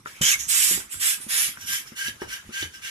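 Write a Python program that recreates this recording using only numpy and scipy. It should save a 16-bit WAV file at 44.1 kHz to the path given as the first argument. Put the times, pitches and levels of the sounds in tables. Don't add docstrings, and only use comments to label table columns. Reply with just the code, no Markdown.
import sys
import numpy as np
from scipy import signal
from scipy.io import wavfile
from scipy.ndimage import uniform_filter1d

SR = 44100
rng = np.random.default_rng(int(sys.argv[2]) if len(sys.argv) > 2 else 0)


def log_audio(samples):
    frames = np.atleast_2d(samples).T
    limited = np.clip(frames, -1, 1)
    pcm = np.round(limited * 32767).astype(np.int16)
    wavfile.write(sys.argv[1], SR, pcm)


def field_ratio(decibels):
    return 10 ** (np.asarray(decibels, dtype=float) / 20)


N = 127890
MONO_HZ = 300

# start_s, ease_off_s, end_s, flow_db, jet_hz
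PUSHES = [
    (.212, .33, 0.36, -21.5, 6000),
    (.47, .72, 0.87, -22, 7250),
    (.985, 1.12, 1.201, -24.5, 7600),
    (1.275, 1.45, 1.569, -25.5, 9250),
    (1.65, 1.76, 1.863, -29.5, 5300),
    (1.945, 2.085, 2.136, -35, 5700),
    (2.265, 2.35, 2.43, -38.5, 5480),
    (2.51, 2.635, 2.693, -36, 6300),
    (2.805, 2.885, 3.02, -37, 5700),
]
# low_pitch_share, upper_pitch_share, whistle_db, bend_share
PUSH_VOICES = [(1, 1, -1, .05), (1, 1, -1, .05), (1, .98, -1, .05), (1, .98, -1, .05), (1, 1.025, -4, .07),
               (1.008, 1.005, 0, .075), (.995, .995, -1.5, .12), (.998, 1.005, -2, .06), (1, .98, -5, .09)]
# start_s, length_s, flow_db, jet_hz, whistle_db
PULLS = [(0.04, 0.037, -92, 1500, -10), (0.052, 0.13, -44.5, 1560, -3), (0.094, 0.36, -50, 2200, -14.5),
         (0.378, 0.106, -28.5, 5970, -3), (0.894, 0.16, -34, 7460, -1), (1.194, 0.11, -37, 8600, -11),
         (1.571, 0.21, -41.5, 5320, 3), (1.85, 0.088, -45, 5370, -19), (2.191, 0.09, -45.5, 5200, -0.5),
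         (2.434, 0.22, -58.5, 5200, -5), (2.72, 0.091, -44.5, 5170, -4)]
# time_s, fill_share, fizz_db
FILL = [(.2, 0.39, -1.5), (.5, 0.12, 2), (.95, 0.37, 4), (1.3, 0.32, -1.5), (1.65, 0.7, 6.5),
        (1.95, 0.92, 3.5), (2.9, 0.95, -1.5)]
# freq_hz, level_db_per_hz
SLACK_NECK = [(180, -15.5), (300, -33), (731, -24), (1620, -15), (1970, -7), (3070, -7), (4720, -6),
              (11300, -6), (15500, -16.5)]
# freq_hz, level_db_per_hz
TIGHT_NECK = [(180, -77), (300, -33.5), (1200, -24), (1700, -10.5), (3000, -8), (3800, -13.5), (11700, -20),
              (15500, -30.5)]
# freq_hz, width_hz, level_db
BARREL = [(1600, 30, -2), (3000, 50, -2.5), (4480, 60, -9), (5950, 100, -10)]
# centre_s, pitch_hz, level_db, length_s
SQUEAKS = [
    (.222, 3002, -24.5, 0.015),
    (0.24, 3050, -26.5, .024),
    (.254, 3216, -27, .014),
    (.267, 3126, -23, 0.013),
    (0.285, 3270, -27, 0.016),
    (0.294, 3054, -27.5, .02),
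    (0.307, 2896, -27, 0.0092),
    (0.324, 2583, -24, .022),
    (0.342, 2180, -20.5, 0.018),
]
# start_s, peak_db, thud_hz, click_db, click_hz
KNOCKS = [(0.056, -32, 420, 3.5, 1360), (0.208, -20, 156, -17, 513), (0.354, -45.5, 127, 11, 1500),
          (0.709, -22.5, 357.2, -27, 990), (.772, -25, 372, -21, 858), (0.801, -37.5, 300, 0, 1500),
          (.94, -40, 393, 0.5, 1458), (1.198, -41, 260.5, -23, 1030), (1.262, -33, 223, -33, 1000),
          (1.487, -40.5, 243, -31, 1010), (1.569, -56.5, 402, 21, 1500), (1.917, -33.5, 225, -39, 1020),
          (2.08, -31, 230, 10, 3740), (2.215, -16, 388, -14.5, 1730), (2.488, -31, 225, -33, 1020),
          (2.623, -25.5, 350, 6, 3660)]
# freq_ratio, level_db
THUD_MODES = [(1.022, 3.5), (0.652, -15.0), (1.387, -1.5), (2.115, -3.5)]
CLICK_MODES = [(1.008, 16.5), (0.77, 5.5), (0.494, -0.5), (1.26, 10.0)]
# start_s, level_db, pitch_hz, length_s
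SHAKES = [
    (0.21, -38, 111, 0.11),
    (0.346, -43.5, 66.7, 0.21),
    (0.635, -46, 61, 0.089),
    (.7, -37, 171.6, 0.12),
    (0.726, -40.5, 61.4, 0.14),
    (0.933, -48, 94.4, 0.14),
    (1.581, -49.5, 99, 0.16),
    (2.041, -44.5, 101, 0.16),
    (2.214, -42.5, 59.3, 0.18),
    (2.603, -36, 90.3, 0.14),
]
# freq_hz, level_db_per_hz
ROOM_TONE = [(18, -39), (30, -8.5), (225, -13.5), (600, -19), (1500, -15), (2600, -19), (10200, -25),
             (15500, -39)]
# freq_hz, left_minus_right_db
LEAN_EARLY = [(60, -6), (130, -2), (290, 3.5), (640, -8), (1410, 1.5), (3100, 3), (6820, -10.5),
              (15000, -5)]
# freq_hz, left_minus_right_db
LEAN_LATE = [(60, -6), (130, -3), (290, 3.5), (640, -3.5), (1410, 6.5), (3100, -3), (6820, -4.5),
             (15000, -4.5)]
# freq_hz, width_share, level_db
FIXED_DIPS = [(2070, 0.15, 0), (4310, 0.072, -4), (8450, 0.028, -4), (13700, 0.024, -2)]


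def push(start_s, ease_s, end_s, flow_db, jet_hz, rise_s, low, upper, whistle_db, bend):
    swell_db, fall_db, fall_bend = 3, -34, 1.385
    t = start_s + np.arange(0, end_s - start_s, 1 / SR)
    fill = curve(FILL, start_s)
    rise_s = rise_s * (1 + 0.13 * fill)
    rise = np.sin(np.pi / 2 * np.minimum((t - start_s) / rise_s, 1)) ** 2
    stroke = np.clip((t - start_s) / (ease_s - start_s), 0, 1)
    fall = np.clip((t - ease_s) / (end_s - ease_s), 0, 1)
    swell = np.sin(np.pi * stroke ** (0.72 + 2.9 * fill)) - 1
    flow = rise * field_ratio(flow_db + swell_db * swell + fall_db * fall ** fall_bend)
    pitch = 1 + bend * (((t - start_s) / (end_s - start_s)) ** 0.76 - .55)
    return start_s, jet(start_s, flow, jet_hz, 8.5, pitch, whistle_db, low, upper)


def jet(start_s, flow, jet_hz, jet_db, pitch, whistle_db, low=1, upper=1):
    below_share, above_share = 0.043, 0.19
    empty_db = -32
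    fill = np.clip(curve(FILL, start_s), 0, 1)
    fizz_db = curve(FILL, start_s, axis=2)

    def colour_db(hz):
        neck = (1 - fill) * read(SLACK_NECK, hz) + fill * read(TIGHT_NECK, hz)
        peak = bump(hz, jet_hz, np.where(hz < jet_hz, below_share, above_share))
        fizz = bump(hz, 11500, 0.26)
        return neck + jet_db * (1 - .5 * fill) * peak + fizz_db * fizz

    hiss = noise(len(flow), colour_db, 1.5)
    pitch = pitch * (1 + .006 * wander(len(flow), 900))
    tones = np.zeros(len(flow))
    for (hz, width_hz, db), share in zip(BARREL, [low, upper, upper, upper]):
        tone_hz = hz * share * pitch
        tone = resonate(rng.standard_normal(len(flow)), tone_hz, width_hz)
        tones += field_ratio(db) * evened(resonate(tone, tone_hz, 3 * width_hz))
    ringing = flow.max() * (flow / flow.max()) ** 0.84
    whistle = field_ratio(whistle_db + empty_db * (1 - fill)) * ringing * tones
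    flicker_db = 1 * wander(len(flow), 300)
    return field_ratio(flicker_db) * (flow * hiss + whistle)


def pull(start_s, length_s, flow_db, jet_hz, whistle_db):
    u = np.arange(0, length_s, 1 / SR) / length_s
    peak = 0.16 + 0.11 * curve(FILL, start_s) ** 2
    away = np.where(u < peak, 1 - u / peak, (u - peak) / (1 - peak))
    flow = field_ratio(flow_db - 18.5 * away ** 0.79)
    return start_s, jet(start_s, flow, jet_hz, 16.5, 0.98, whistle_db)


def squeak(centre_s, hz, db, length_s):
    u = np.arange(0, length_s, 1 / SR) / length_s
    turns = np.cumsum(hz * (1 + 0.018 * wander(len(u), 150))) / SR
    return centre_s - length_s / 2, field_ratio(db + 4) * np.sin(np.pi * u) * np.sin(2 * np.pi * turns)


def knock(start_s, peak_db, thud_hz, click_db, click_hz):
    thud_cycles, click_cycles = 7, 13
    thud_rise_s, click_rise_s, buzz_rise_s = .0017, .0008, .004
    buzz_db, buzz_t60_s = -16, 0.14
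    rattle_db, bounce_s, bounce_db, lag_s = -13, 0.014, -11, 0.0032
    t = np.arange(0, .12, 1 / SR)

    def ring(hz, db, cycles):
        return field_ratio(db - 60 * t * hz / cycles) * np.sin(2 * np.pi * hz * t)

    thud = sum(ring(thud_hz * k, db, thud_cycles * k ** 0.61) for k, db in THUD_MODES)
    click = sum(ring(click_hz * k, db + click_db, click_cycles) for k, db in CLICK_MODES)
    buzz = resonate(rng.standard_normal(len(t)), thud_hz, thud_hz)
    buzz += 0.42 * resonate(rng.standard_normal(len(t)), 1.63 * thud_hz, thud_hz)
    x = thud * (1 - np.exp(-t / thud_rise_s)) + click * (1 - np.exp(-t / click_rise_s))
    x += field_ratio(buzz_db - 60 * t / buzz_t60_s) * (1 - np.exp(-t / buzz_rise_s)) * evened(buzz)

    taps = np.zeros(1500)
    taps[rng.integers(100, 1500, 6)] = field_ratio(rattle_db) * rng.uniform(-0.6, 1, 6)
    taps *= field_ratio(-12 * np.arange(1500) / 1500)
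    taps[[0, round(bounce_s * SR)]] = 1, field_ratio(bounce_db)
    return start_s + lag_s, -field_ratio(peak_db) * signal.fftconvolve(x, taps)


def shake(start_s, db, hz, length_s):
    u = np.arange(0, length_s, 1 / SR) / length_s
    turns = hz * length_s * u * (1.2 - 0.242 * u) + rng.random() + 0.15 * wander(len(u), 600)
    return start_s, field_ratio(db - 3.0) * np.sin(np.pi * u ** 0.556) ** 2 * np.sin(2 * np.pi * turns)


def room(x):
    echo_db, echo_s, tail_db, tail_t60_s, drift_rad = 3, .014, -1.5, 0.19, 1.83
    length = SR // 3
    taps = np.zeros((2, length))
    at = np.arange(400, length - 20, 20) + rng.integers(0, 20, (2, (length - 401) // 20))
    np.put_along_axis(taps, at, rng.choice([-1., 1.], at.shape), 1)
    taps *= field_ratio(-60 * np.arange(length) / SR / tail_t60_s)
    taps *= field_ratio(tail_db) / np.linalg.norm(taps[0])

    place, size = rng.uniform(.06, 1, (2, 8)), rng.uniform(-1.375, 1, (2, 8))
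    size *= field_ratio(echo_db) / np.linalg.norm(size, axis=1, keepdims=True)
    np.put_along_axis(taps, (place * echo_s * SR).astype(int), size, 1)

    high = signal.sosfilt(signal.butter(2, MONO_HZ, "high", fs=SR, output="sos"), x)
    wet = signal.fftconvolve(high[None], taps, axes=1)[:, :N]
    z = signal.stft(wet, nperseg=512, noverlap=384)[2]
    drift = rng.standard_normal(z.T.shape).T
    drift = evened(uniform_filter1d(uniform_filter1d(drift, 6, 2), 3, 1))
    treble = np.minimum(np.arange(257) / 60, 1)[:, None]
    z = z * np.exp(1j * drift_rad * drift * treble)
    return x + signal.istft(z, nperseg=512, noverlap=384)[1][:, :N]


def hum():
    both, left, right = (noise(N, lambda hz: read(ROOM_TONE, hz), 4.6) for _ in range(3))
    low = signal.butter(2, MONO_HZ, fs=SR, output="sos")
    apart = np.array([left, right])
    opening = field_ratio(-8.5 * (np.arange(N) < .052 * SR))
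    return field_ratio(-49.5) * (signal.sosfiltfilt(low, both) + opening * (apart - signal.sosfiltfilt(low, apart)))


def noise(length, colour_db, patch_db):
    frames, hz = length // 128 + 6, np.fft.rfftfreq(512, 1 / SR)
    a, b, patches = rng.standard_normal((frames, 257, 3)).T
    patches = evened(uniform_filter1d(uniform_filter1d(patches, 5, 0), 12, 1))
    z = (a + 1j * b) * field_ratio(colour_db(hz)[:, None] + patch_db * patches)
    return evened(signal.istft(z, nperseg=512, noverlap=384)[1][:length])


def resonate(x, hz, width_hz):
    turn = np.exp(2j * np.pi * np.cumsum(hz * np.ones(len(x))) / SR)
    r = np.exp(-np.pi * width_hz / SR)
    return 2 * (turn * signal.lfilter([1 - r], [1, -r], x / turn + 1e-18)).real


def wander(length, smooth):
    return evened(uniform_filter1d(rng.standard_normal(length), smooth))


def evened(x):
    return x / np.sqrt(np.mean(np.abs(x) ** 2) + 1e-20)


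def bump(hz, centre_hz, width):
    return np.exp(-.5 * (np.log((hz + 1) / centre_hz) / width) ** 2)


def read(points, hz):
    f, value = np.transpose(points)
    return np.interp(np.log(hz + 1), np.log(f + 1), value)


def curve(points, t, axis=1):
    rows = np.array(points)
    return np.interp(t, rows[:, 0], rows[:, axis])


def add(mix, start_s, sound):
    part = mix[round(start_s * SR):][:len(sound)]
    part += sound[:len(part)]


def scene():
    pump, hits = np.zeros(N), np.zeros(N)
    for k, row in enumerate(PUSHES):
        rise_s = 0.032 if k else 0.002
        add(pump, *push(*row, rise_s, *PUSH_VOICES[k]))
    for row in PULLS:
        add(pump, *pull(*row))
    for row in SQUEAKS:
        add(hits, *squeak(*row))
    for row in KNOCKS:
        add(hits, *knock(*row))
    for row in SHAKES:
        add(pump, *shake(*row))
    echoed = field_ratio(-10)
    return room(pump + echoed * hits) + (1 - echoed) * hits + hum()


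def low_pass(x):
    return signal.sosfilt(signal.butter(12, 16250, fs=SR, output="sos"), x)


def record(dry):
    lag_early_s, lag_late_s, rumble_hz, top_hz = 0.0003555, 0.0002, 44, 15250
    twist_hz, twist_rad, untwist_hz, untwist_rad = 653, -1.3, 1500, 1
    hz, t, z = signal.stft(dry, SR, nperseg=1024, noverlap=768)
    late, f = np.clip(curve(FILL, t), 0, 1), hz[:, None]

    lean_db = (1 - late) * read(LEAN_EARLY, f) + late * read(LEAN_LATE, f)
    lean_db = lean_db * np.minimum(f / MONO_HZ, 1)
    lag_s = (1 - late) * lag_early_s + late * lag_late_s
    phase = -2 * np.pi * f * lag_s
    phase = phase + twist_rad * bump(f, twist_hz, 0.17) + untwist_rad * bump(f, untwist_hz, 0.27)
    port_db = 11 * (1 - 0.2 * late ** 2) * bump(f, 11570, 0.019)
    left = field_ratio(lean_db / 2 + port_db) * np.exp(1j * phase)
    right = field_ratio(-lean_db / 2)

    shared_db = -6 * bump(f, twist_hz, 0.24)
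    shared_db = shared_db + sum(db * bump(f, at_hz, wide) for at_hz, wide, db in FIXED_DIPS)
    band = (f < top_hz) / np.sqrt(1 + (rumble_hz / (f + 1)) ** 2)
    z = z * field_ratio(shared_db) * band * np.array([left, right])
    mix = signal.istft(z, SR, nperseg=1024, noverlap=768)[1][:, :N]
    return low_pass(mix)


dry = scene()
out = record(dry)
log_audio(out)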